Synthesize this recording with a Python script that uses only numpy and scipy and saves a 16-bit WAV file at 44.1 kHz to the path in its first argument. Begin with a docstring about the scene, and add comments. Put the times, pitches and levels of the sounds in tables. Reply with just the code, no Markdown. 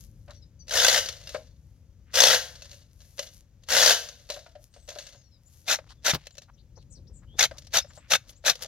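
"""A chain block (a hand hoist) is hauled under load in a garden, a few metres away, over a low rumble.
First the slack chain hisses and clinks, the housing knocks on its hook and a small bird sings.
Then come three long pulls: the pawl (a small catch) clatters over the toothed wheel, the hand chain
rattles through the housing, and the steel rings on. From 5.4 s a hand steadies the block, so six short
tugs ring less. Between them cloth rubs, a heel thuds on the soil and the bird twitters."""
import sys
import numpy as np
from scipy import signal
from scipy.fft import rfft, irfft, next_fast_len
from scipy.io import wavfile
from scipy.ndimage import uniform_filter1d

SR = 44100
rng = np.random.default_rng(int(sys.argv[2]) if len(sys.argv) > 2 else 0)


def materialize(psi):
    """Save the field psi as 16-bit PCM at rate SR to the path in sys.argv[1].

    A 1-D psi becomes a single channel; in a 2-D psi each row is a channel.
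    """
    bounded = np.clip(np.atleast_2d(psi).T, -1, 1)
    quanta = np.round(bounded * 32767).astype(np.int16)
    wavfile.write(sys.argv[1], SR, quanta)


N = 382347
TIME = np.arange(N) / SR
FFT_SIZE = next_fast_len(N + SR, real=True)
FREQS = np.maximum(np.fft.rfftfreq(FFT_SIZE, 1 / SR), 1)
HAND_ON_S = 5.4   # from here on a hand steadies the block


def from_db(db):
    """Turn decibels into a number to multiply by."""
    return 10 ** (np.asarray(db) / 20)


def rms_one(x):
    """Scale a signal so that its average power is 1."""
    return x / np.sqrt(np.mean(x ** 2) + 1e-20)


def over_hz(points):
    """Join (frequency, value) points into a curve over all frequencies."""
    hz, value = np.transpose(points)
    return np.interp(np.log(FREQS), np.log(hz), value)


def filtered(x, hz, kind):
    """Keep the "low" part, the "high" part or a "band" of a sound."""
    return signal.sosfilt(signal.butter(2, hz, kind, fs=SR, output="sos"), x)


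def colour(x, tone):
    """Make some frequencies stronger and others weaker, following a tone table."""
    cepstrum = irfft(np.log(rms_one(from_db(over_hz(tone)))), FFT_SIZE)
    # minimum phase: the filter rings after a hit, never before it
    cepstrum[1:FFT_SIZE // 2] *= 2
    cepstrum[FFT_SIZE // 2 + 1:] = 0
    return irfft(rfft(x, FFT_SIZE) * np.exp(rfft(cepstrum)), FFT_SIZE)[..., :N]


def hiss():
    """Two unrelated noises: the direct and the scattered part of a sound."""
    return rng.standard_normal((2, N))


def grains(per_s, spread_db):
    """Tiny contacts of uneven size at random moments."""
    born = rng.random(N) < per_s / SR
    sizes = from_db(spread_db * np.minimum(rng.exponential(1, N), 4))
    return rms_one(hiss() * born * sizes)


def swell(middle, width):
    """A smooth rise and fall of height 1."""
    return np.exp(-((TIME - middle) / width) ** 2)


def fade(age, t60):
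    """A level that falls by 60 dB every t60 seconds."""
    return np.exp(-np.log(1000) * age / t60)


def blows(hits, t60):
    """A level that leaps up at each (time, level) hit and dies away."""
    power = np.zeros(N)
    for s, db in hits:
        power[int(s * SR)] += from_db(db) ** 2
    dying = signal.lfilter([1], [1, -from_db(-120 / (t60 * SR))], power + 1e-18)
    return uniform_filter1d(np.sqrt(dying), int(.002 * SR))   # soften the start of each hit over 2 ms


def tail(x, t60):
    """The dense, dying ring that follows a sound."""
    response = rng.standard_normal((2, SR)) * fade(TIME[:SR], t60)
    return signal.fftconvolve(x, rms_one(response) / np.sqrt(SR), axes=1)[:, :N]


# how loud the distant rumble is, in two stretches: (time [s], level [dB])
RUMBLE_LEVELS = [
    [(0.1, -52), (0.31, -53), (5.23, -61), (6.0, -55.5)],
    [(6.25, -61.5), (7.05, -49.5), (8.57, -60), (8.6, -57)],
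]
# tone of the rumble and of the air: (frequency [Hz], level [dB])
RUMBLE_TONE = [(12, -47), (20, -22), (43, 1.5), (81, 1), (135, -5.5), (192, -14.5), (357, -25.5),
               (406, -34), (558, -27), (654, -45.5), (900, -45.5), (1170, -70.5), (1980, -120)]
AIR_TONE = [(200, -3.5), (500, -1), (1000, -8), (2000, -9), (4000, -11.5), (6500, -7.5), (8500, -21.5),
            (12000, -18), (16000, -22.5)]
def outdoors():
    """A distant rumble slowly rises and falls under a faint hiss of air."""
    rumble_db = np.interp(TIME, *np.vstack(RUMBLE_LEVELS).T)
    rumble = from_db(rumble_db + 2) * colour(hiss(), RUMBLE_TONE)
    return rumble + from_db(-75) * colour(hiss(), AIR_TONE)


# swells of chain hiss and faint rustling: (middle time [s], width [s], level [dB])
HISS_SWELLS = [(0.02, 0.045, -61.5), (0.15, 0.18, -78), (1.32, 0.084, -66), (1.68, 0.16, -82),
               (2.75, .06, -65.5), (3.10, 0.14, -66), (3.23, 0.037, -56), (3.36, 0.049, -63),
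               (4.22, 0.053, -71.5), (4.34, 0.047, -60), (4.64, 0.043, -67.5), (4.95, 0.1, -67),
               (5.569, 0.097, -64.5), (7.59, 0.013, -60), (8.30, 0.016, -56), (8.63, 0.012, -44)]
# tone of that hiss: (frequency [Hz], level [dB])
HISS_TONE = [(300, -7), (1500, -6), (4000, 2.5), (6500, 9.5), (8300, -1.5), (11500, 7.5), (14000, -2.5),
             (16000, -11.5)]
def chain_hiss():
    """The slack chain gives a bright, crackly hiss as it is jolted, with faint rustling between."""
    crackle = grains(per_s=500, spread_db=5) + hiss()
    level = sum(from_db(db) * swell(middle, width) for middle, width, db in HISS_SWELLS)
    return level * colour(crackle, HISS_TONE)


# the housing hitting its hook: (time [s], level [dB])
KNOCKS = [(0.28, -42.5), (1.346, -22.5), (3.191, -40), (4.033, -42.5), (4.298, -29.5), (4.364, -35.5),
          (4.462, -40), (4.553, -41), (4.763, -45.5), (4.883, -40), (4.914, -39), (4.959, -37),
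          (5.146, -46), (5.787, -32.5), (7.511, -32), (7.845, -43.5), (7.974, -44.5), (8.44, -35),
          (8.648, -37)]
# tone of a knock: (frequency [Hz], level [dB])
HOOK_TONE = [(150, -20.5), (400, -17.5), (580, 8), (800, -6.5), (1150, -17.5), (1600, -12), (2400, -18.5),
             (5000, -21), (12000, -49)]
def hook():
    """The housing knocks on its hook: a dry clack, with a dull ring until the hand steadies it."""
    force = from_db(-2.5) * blows(KNOCKS, t60=.055) * hiss()
    ring = from_db(-5.5) * tail(force * (TIME < HAND_ON_S), t60=.22)
    clack = from_db(-7) * filtered(force, [700, 1800], "band")
    return colour(force + ring, HOOK_TONE) + clack


# soles and clothes scuffing, and at 1.355 s the dry crack of a hook knock: (middle time [s], half length [s],
# frequency [Hz], level [dB])
SCUFFS = [(0.303, 0.043, 1220, -53), (1.355, 0.024, 1460, -40), (2.101, 0.074, 1950, -65.5),
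          (5.915, 0.035, 1620, -53.5), (5.911, 0.047, 3750, -52), (6.149, 0.021, 1604, -37.5),
          (6.147, 0.037, 4300, -30.5), (6.149, 0.018, 11200, -38), (6.218, 0.16, 3180, -63),
          (6.495, 0.024, 1210, -57.5), (6.781, 0.026, 690, -57.5), (6.827, 0.019, 4600, -63),
          (6.987, 0.038, 372, -59.5), (7.11, 0.036, 420, -60.5), (7.237, 0.033, 1300, -63),
          (7.352, 0.029, 384, -54), (7.56, .066, 990, -62), (7.908, 0.025, 1610, -59),
          (7.965, 0.043, 6000, -55.5), (7.985, 0.044, 1080, -59), (8.044, 0.15, 2150, -63),
          (8.622, 0.067, 1190, -55.5)]
def scuffs():
    """Short soft rubs, each a swell of friction noise, some low and some high."""
    out, friction = np.zeros((2, N)), grains(per_s=5700, spread_db=3.5)
    for middle, half_length, hz, db in SCUFFS:
        near = np.flatnonzero(abs(TIME - middle) < half_length)
        rub = filtered(friction[:, near], [hz * .59, hz * 1.34], "band")
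        shape = np.cos(np.pi / 2 * (TIME[near] - middle) / half_length) ** 4
        out[:, near] += from_db(db) * shape * rms_one(rub)
    return out


# jolts of the slack chain: (time [s], clink level [dB], level of the jingle after it [dB])
CLINKS = [(0.307, -40, -63), (0.681, -32.5, -57), (0.6938, -24.5, -55), (1.058, -21.5, -55),
          (1.0875, -18.5, -44.5), (1.2722, -28.5, -55), (1.2913, -28.5, -48.5), (2.5548, -37, -69),
          (2.621, -32.5, -56), (2.7143, -36.5, -54.5), (3.004, -45, -61.5), (3.1919, -17.5, -47),
          (3.635, -44, -73), (4.088, -28, -58), (4.3013, -20.5, -42.5), (4.7393, -45, -61),
          (4.8883, -26, -47), (4.9861, -27.5, -45.5), (5.066, -44, -53.5), (6.269, -29.5, -63),
          (6.3528, -42.5, -72), (6.3812, -28, -62), (6.419, -47, -54), (7.5825, -29, -60),
          (7.669, -38.5, -60), (8.293, -34, -64), (8.554, -28.5, -45), (8.622, -26.5, -35.5)]
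# a link grazes just before it hits, then bounces: (time from the hit [s], level change [dB])
BOUNCES = [(-.011, -14), (.038, -14)]
# tone of the links: (frequency [Hz], level [dB])
LINK_TONE = [(200, -24), (400, -10.5), (570, 6), (800, -9), (1100, -12.5), (1700, -3.5), (2300, -5),
             (3200, -1), (4500, 1.5), (6500, 0), (8300, -14), (12000, -16.5), (16000, -26)]
def slack_chain():
    """The hanging loop jingles softly as it moves, and single links clink."""
    motion = slack_motion()
    jingle = from_db(-1.5) * motion * grains(per_s=3600, spread_db=-.5)
    stray_samples = np.flatnonzero(rng.random(N) < 25 / SR)   # about 25 faint clinks a second
    strays = [(i / SR, 20 * np.log10(motion[i] + 1e-9) + 16) for i in stray_samples]
    jolts = [(s, db) for s, db, _ in CLINKS]
    bounces = [(s + lag, db + loss) for s, db in jolts for lag, loss in BOUNCES if s + lag < TIME[-1]]
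    hits = jolts + bounces + strays
    clinks = from_db(-7.5) * blows(hits, t60=.03) * grains(per_s=43000, spread_db=2.5)
    force = jingle + clinks + from_db(-12.5) * pings(hits, low_hz=2600, high_hz=6830, t60=.04, count=5)
    ringing = force * np.where(TIME < HAND_ON_S, 1, from_db(-12))
    links = colour(force + from_db(-5) * tail(ringing, t60=.047), LINK_TONE)
    return links + from_db(-11.5) * steel_ring(ringing)


def slack_motion():
    """How much the loop moves: it settles after jolts, is gathered up for a pull, then swings back."""
    level = blows([(s, db) for s, _, db in CLINKS if s < HAND_ON_S], t60=.43)
    level += blows([(s, db) for s, _, db in CLINKS if s >= HAND_ON_S], t60=.11)
    for start, _, _, easing, *_, swing_db in PULLS:
        delay_s, width_s = (.25, .19) if easing < HAND_ON_S else (.14, .08)
        gather = from_db(-54) * swell(start, width=.013)
        swing = from_db(swing_db) * swell(easing + delay_s, width_s)
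        level = np.hypot(level, gather + swing)
    return level


def pings(hits, low_hz, high_hz, t60, count):
    """Each hit catches a different link, which rings briefly at pitches of its own."""
    out, age = np.zeros((2, N + SR)), TIME[:SR // 10]
    for (s, db), draw in zip(hits, rng.random((len(hits), count, 4))):
        pitch, delay, direct, scattered = draw.T[:, :, None]
        hz = low_hz + pitch * (high_hz - low_hz)
        since = np.maximum(age - delay * .004, 0)
        tones = np.sin(2 * np.pi * hz * since) * fade(since, t60)
        strengths = 2 * np.hstack([direct, scattered]).T - 1
        at = int(s * SR)
        out[:, at:at + len(age)] += from_db(db) * strengths @ tones / np.sqrt(count)
    return out[:, :N]


# the notes that the steel wheel and housing ring at: (frequency [Hz], level [dB])
STEEL_NOTES = [(531, -4), (560, -7), (735, -9), (1560, -5), (1839, -4), (2079, -3), (2826, -4), (2869, -5),
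               (2952, -2), (3073, -4), (3491, 0), (3738, 0), (4010, 2), (4405, -1), (4875, -2), (5540, -4),
               (5899, 1), (5956, 2), (5998, 0), (6212, 3), (6790, -6)]
def steel_ring(force):
    """Every contact sets the steel ringing like a small bell."""
    age = TIME[:SR]
    notes = sum(from_db(db) * np.sin(2 * np.pi * hz * age) for hz, db in STEEL_NOTES)
    response = rms_one(notes * fade(age, t60=.3)) / np.sqrt(SR)
    return signal.fftconvolve(force, response[None], axes=1)[:, :N]


# the bird's song: (time [s], length [s], first pitch [Hz], last pitch [Hz], level [dB])
BIRD_NOTES = [(0.33, 0.072, 5870, 5680, -58.5), (0.416, 0.033, 5270, 4780, -55),
              (0.59, 0.043, 6150, 5780, -49.5), (4.697, 0.21, 8300, 7870, -65),
              (5.02, 0.061, 8100, 7360, -61), (5.13, 0.11, 6840, 6400, -61),
              (5.221, 0.081, 5900, 5460, -63.5), (5.305, .08, 5350, 4780, -61),
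              (5.457, 0.035, 7020, 7240, -53.5), (5.972, .032, 3480, 3350, -67),
              (6.315, .035, 7200, 7140, -58), (6.533, 0.028, 5650, 6060, -63.5),
              (6.568, 0.058, 3270, 4680, -60), (6.754, 0.032, 5300, 6220, -53.5),
              (6.757, 0.075, 4960, 4010, -62.5), (6.9, 0.05, 7700, 8440, -53),
              (6.898, 0.095, 7830, 3820, -53), (7.067, 0.028, 4200, 5800, -56.5),
              (7.127, 0.079, 7830, 6970, -55.5), (7.264, 0.13, 2950, 3720, -57.5),
              (7.816, 0.022, 5260, 5230, -42), (7.879, .035, 7650, 6850, -55),
              (7.969, 0.03, 6530, 8340, -51), (8.351, 0.04, 6000, 7970, -57.5)]
def bird():
    """Thin sliding whistles, two-voiced at first and twittering later; the hedge scatters them."""
    song = np.zeros(N)
    pitch_flutter, level_flutter = rms_one(filtered(hiss(), 260, "low"))
    for s, length, first, last, db in BIRD_NOTES:
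        note = slice(int(s * SR), int((s + length) * SR))
        along = np.linspace(0, 1, note.stop - note.start)
        flutter_hz = 387 if 6.5 < s < 7.25 else 65.35   # a wide flutter makes a twitter
        hz = first + (last - first) * along + flutter_hz * pitch_flutter[note]
        phase = 2 * np.pi * np.cumsum(hz) / SR
        lower_voice = from_db(-5) * np.sin(.78 * phase) if s < 5.4 else 0
        level = from_db(db + 1.7 * level_flutter[note]) * np.sin(np.pi * along)
        song[note] += level * (np.sin(phase) + lower_voice)
    song = np.stack([song, song])
    return from_db(-3.5) * song + from_db(-9.5) * tail(song, t60=.16)


# pulls on the hand chain: (start time [s], full-speed time [s], hardest time [s], easing time [s],
# stop time [s], rattle level [dB], pawl level [dB], back-swing level [dB])
PULLS = [(0.706, 0.760, 0.880, 0.985, 1.07, -25, -6.5, -57),
         (2.131, 2.178, 2.236, 2.35, 2.43, -22, -3.5, -59),
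         (3.684, 3.742, 3.892, 3.925, 4.0, -21, -4.5, -63),
         (5.668, 5.70, 5.728, 5.742, 5.79, -24, -11, -70),
         (6.04, 6.066, 6.096, 6.11, 6.15, -22.5, -12, -67),
         (7.38, 7.392, 7.424, 7.453, 7.48, -23.5, -4.5, -62),
         (7.727, 7.745, 7.768, 7.785, 7.83, -22.5, -8, -63),
         (8.097, 8.114, 8.135, 8.158, 8.182, -22.5, -5, -66),
         (8.447, 8.464, 8.496, 8.503, 8.55, -22, -6.5, -54)]
def chain_run(start_db, stop_db):
    """How loud the hand chain is as it speeds up, runs and coasts to rest in each pull."""
    level = np.zeros(N)
    for start, full, _, easing, stop, rattle_db, *_ in PULLS:
        shape_db = np.interp(TIME, [start, full, easing, stop], [start_db, 0, 0, stop_db])
        take_up = np.clip((TIME - start) / .016, 0, 1)   # the links tighten one after another
        level += from_db(rattle_db + shape_db) * take_up * (TIME < stop)
    return level


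def tumbling_links(level, strikes_per_s=220):
    """Links scrape through the guide and strike it at random, harder as the chain runs faster."""
    when, strength = rng.random((int(strikes_per_s * N / SR), 2)).T
    s = when * TIME[-1]
    force = 2 * strength * np.interp(s, TIME, level)
    strikes = np.column_stack([s[force > 0], 20 * np.log10(force[force > 0]) + 2])
    scrape = level * grains(per_s=16000, spread_db=1)
    return scrape + pings(strikes, low_hz=1300, high_hz=6988, t60=.024, count=3)


def pawl(teeth_per_s=63, jitter_s=.0013, uneven_db=2):
    """The pawl drops with a click after each tooth of the wheel, louder as the effort builds."""
    teeth, drops = np.arange(-16, 16), []
    for start, full, hardest, easing, _, _, pawl_db, _ in PULLS:
        jitter, uneven = rng.standard_normal((2, len(teeth)))
        s = hardest + teeth / teeth_per_s + jitter_s * jitter
        effort_db = np.interp(s, [start, full, hardest, easing], [-16, -6, 0, -8])
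        db = pawl_db + effort_db + uneven_db * uneven
        hauling = (s > start) & (s < easing)
        drops.extend(zip(s[hauling], db[hauling]))
    clicks = from_db(-11) * blows(drops, t60=.045) * grains(per_s=16000, spread_db=2.5)
    return clicks + from_db(-6) * pings(drops, low_hz=1302, high_hz=6995, t60=.04, count=6)


# tone of the housing, hanging free and held by hand: (frequency [Hz], level [dB])
FREE_TONE = [(100, -25.5), (370, -17.5), (510, 4.5), (740, -3.5), (900, -6.5), (1170, -9.5), (1550, -1),
             (2050, -3.5), (2350, -9.5), (3000, -1), (4000, -1.5), (6400, -1.5), (8300, -13.5),
             (11500, -11), (16000, -22.5)]
HELD_TONE = [(88, -59.5), (150, -18.5), (376, -23), (534, -4.5), (716, -4.5), (1060, -12), (1600, -2.5),
             (2270, -6.5), (3350, -6), (3620, -1), (5050, -7), (6140, -2.5), (8400, -18.5), (12900, -16.5),
             (16000, -31)]
def chain_block():
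    """Pawl and links shake the housing; it rings on while it hangs free and is damped once held."""
    force = pawl() + from_db(-2) * tumbling_links(chain_run(start_db=-11.5, stop_db=-37.5))
    free_force, held_force = force * (TIME < HAND_ON_S), force * (TIME >= HAND_ON_S)
    free = from_db(.5) * colour(free_force + from_db(-8) * tail(free_force, t60=.41), FREE_TONE)
    held = from_db(1) * colour(held_force + from_db(-25) * tail(held_force, t60=.18), HELD_TONE)
    return free + held + from_db(-11) * steel_ring(free_force)


def clothing():
    """Cloth rubs unevenly as the hauler straightens up after each short tug."""
    rub = filtered(grains(per_s=830, spread_db=4.5), [446, 1900], "band")
    rising = sum(swell(easing + .12, width=.067) for _, _, _, easing, *_ in PULLS if easing > HAND_ON_S)
    return from_db(-70.5) * rising * rms_one(rub)


# a boot set down: (time [s], level [dB])
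STEPS = [(6.134, -22.5), (6.149, -24.5)]
# tone of the soil: (frequency [Hz], level [dB])
SOIL_TONE = [(25, -4), (60, -2.5), (150, 3.5), (220, -7), (320, -10.5), (600, -11), (1500, -13),
             (6000, -35)]
def heel():
    """A heel lands on the soil with a dull thud."""
    return colour(from_db(-1.5) * blows(STEPS, t60=.07) * hiss(), SOIL_TONE)


# how alike left and right are: (frequency [Hz], likeness [0 to 1])
LIKENESS = [(60, .98), (600, .96), (1400, .78), (3000, .68), (6500, .65), (12000, .3)]
# how much louder the left is: (frequency [Hz], left minus right [dB])
BALANCE = [(60, 7.1), (300, 2.3), (520, 8.5), (800, 4), (1400, 4.5), (2100, 1.8), (3000, 1), (6000, 5.9),
           (12000, 9.5)]
def stereo(pair):
    """Spread the sound to both sides: alike in the bass, the left louder and slightly later."""
    direct, scattered = rfft(pair, FFT_SIZE)
    alike = over_hz(LIKENESS)
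    mid, side = direct * np.sqrt((1 + alike) / 2), scattered * np.sqrt((1 - alike) / 2)
    lean = from_db(over_hz(BALANCE) / 2)
    left = (mid + side) * lean * np.exp(-2j * np.pi * FREQS * 2 / SR)   # two samples late
    right = (mid - side) / lean
    return irfft(np.stack([left, right]), FFT_SIZE)[:, :N]


def scene():
    """Add up all the sounds in the garden."""
    return stereo(outdoors() + chain_hiss() + hook() + scuffs() + slack_chain() + bird()
                  + chain_block() + clothing() + heel())


def record(dry):
    """The microphone loses the deepest bass, and the highest treble is cut steeply."""
    treble_cut = signal.ellip(12, .1, 80, 16200, fs=SR, output="sos")
    return signal.sosfilt(treble_cut, filtered(dry, 32.2, "high"))


dry = scene()
out = record(dry)
materialize(out)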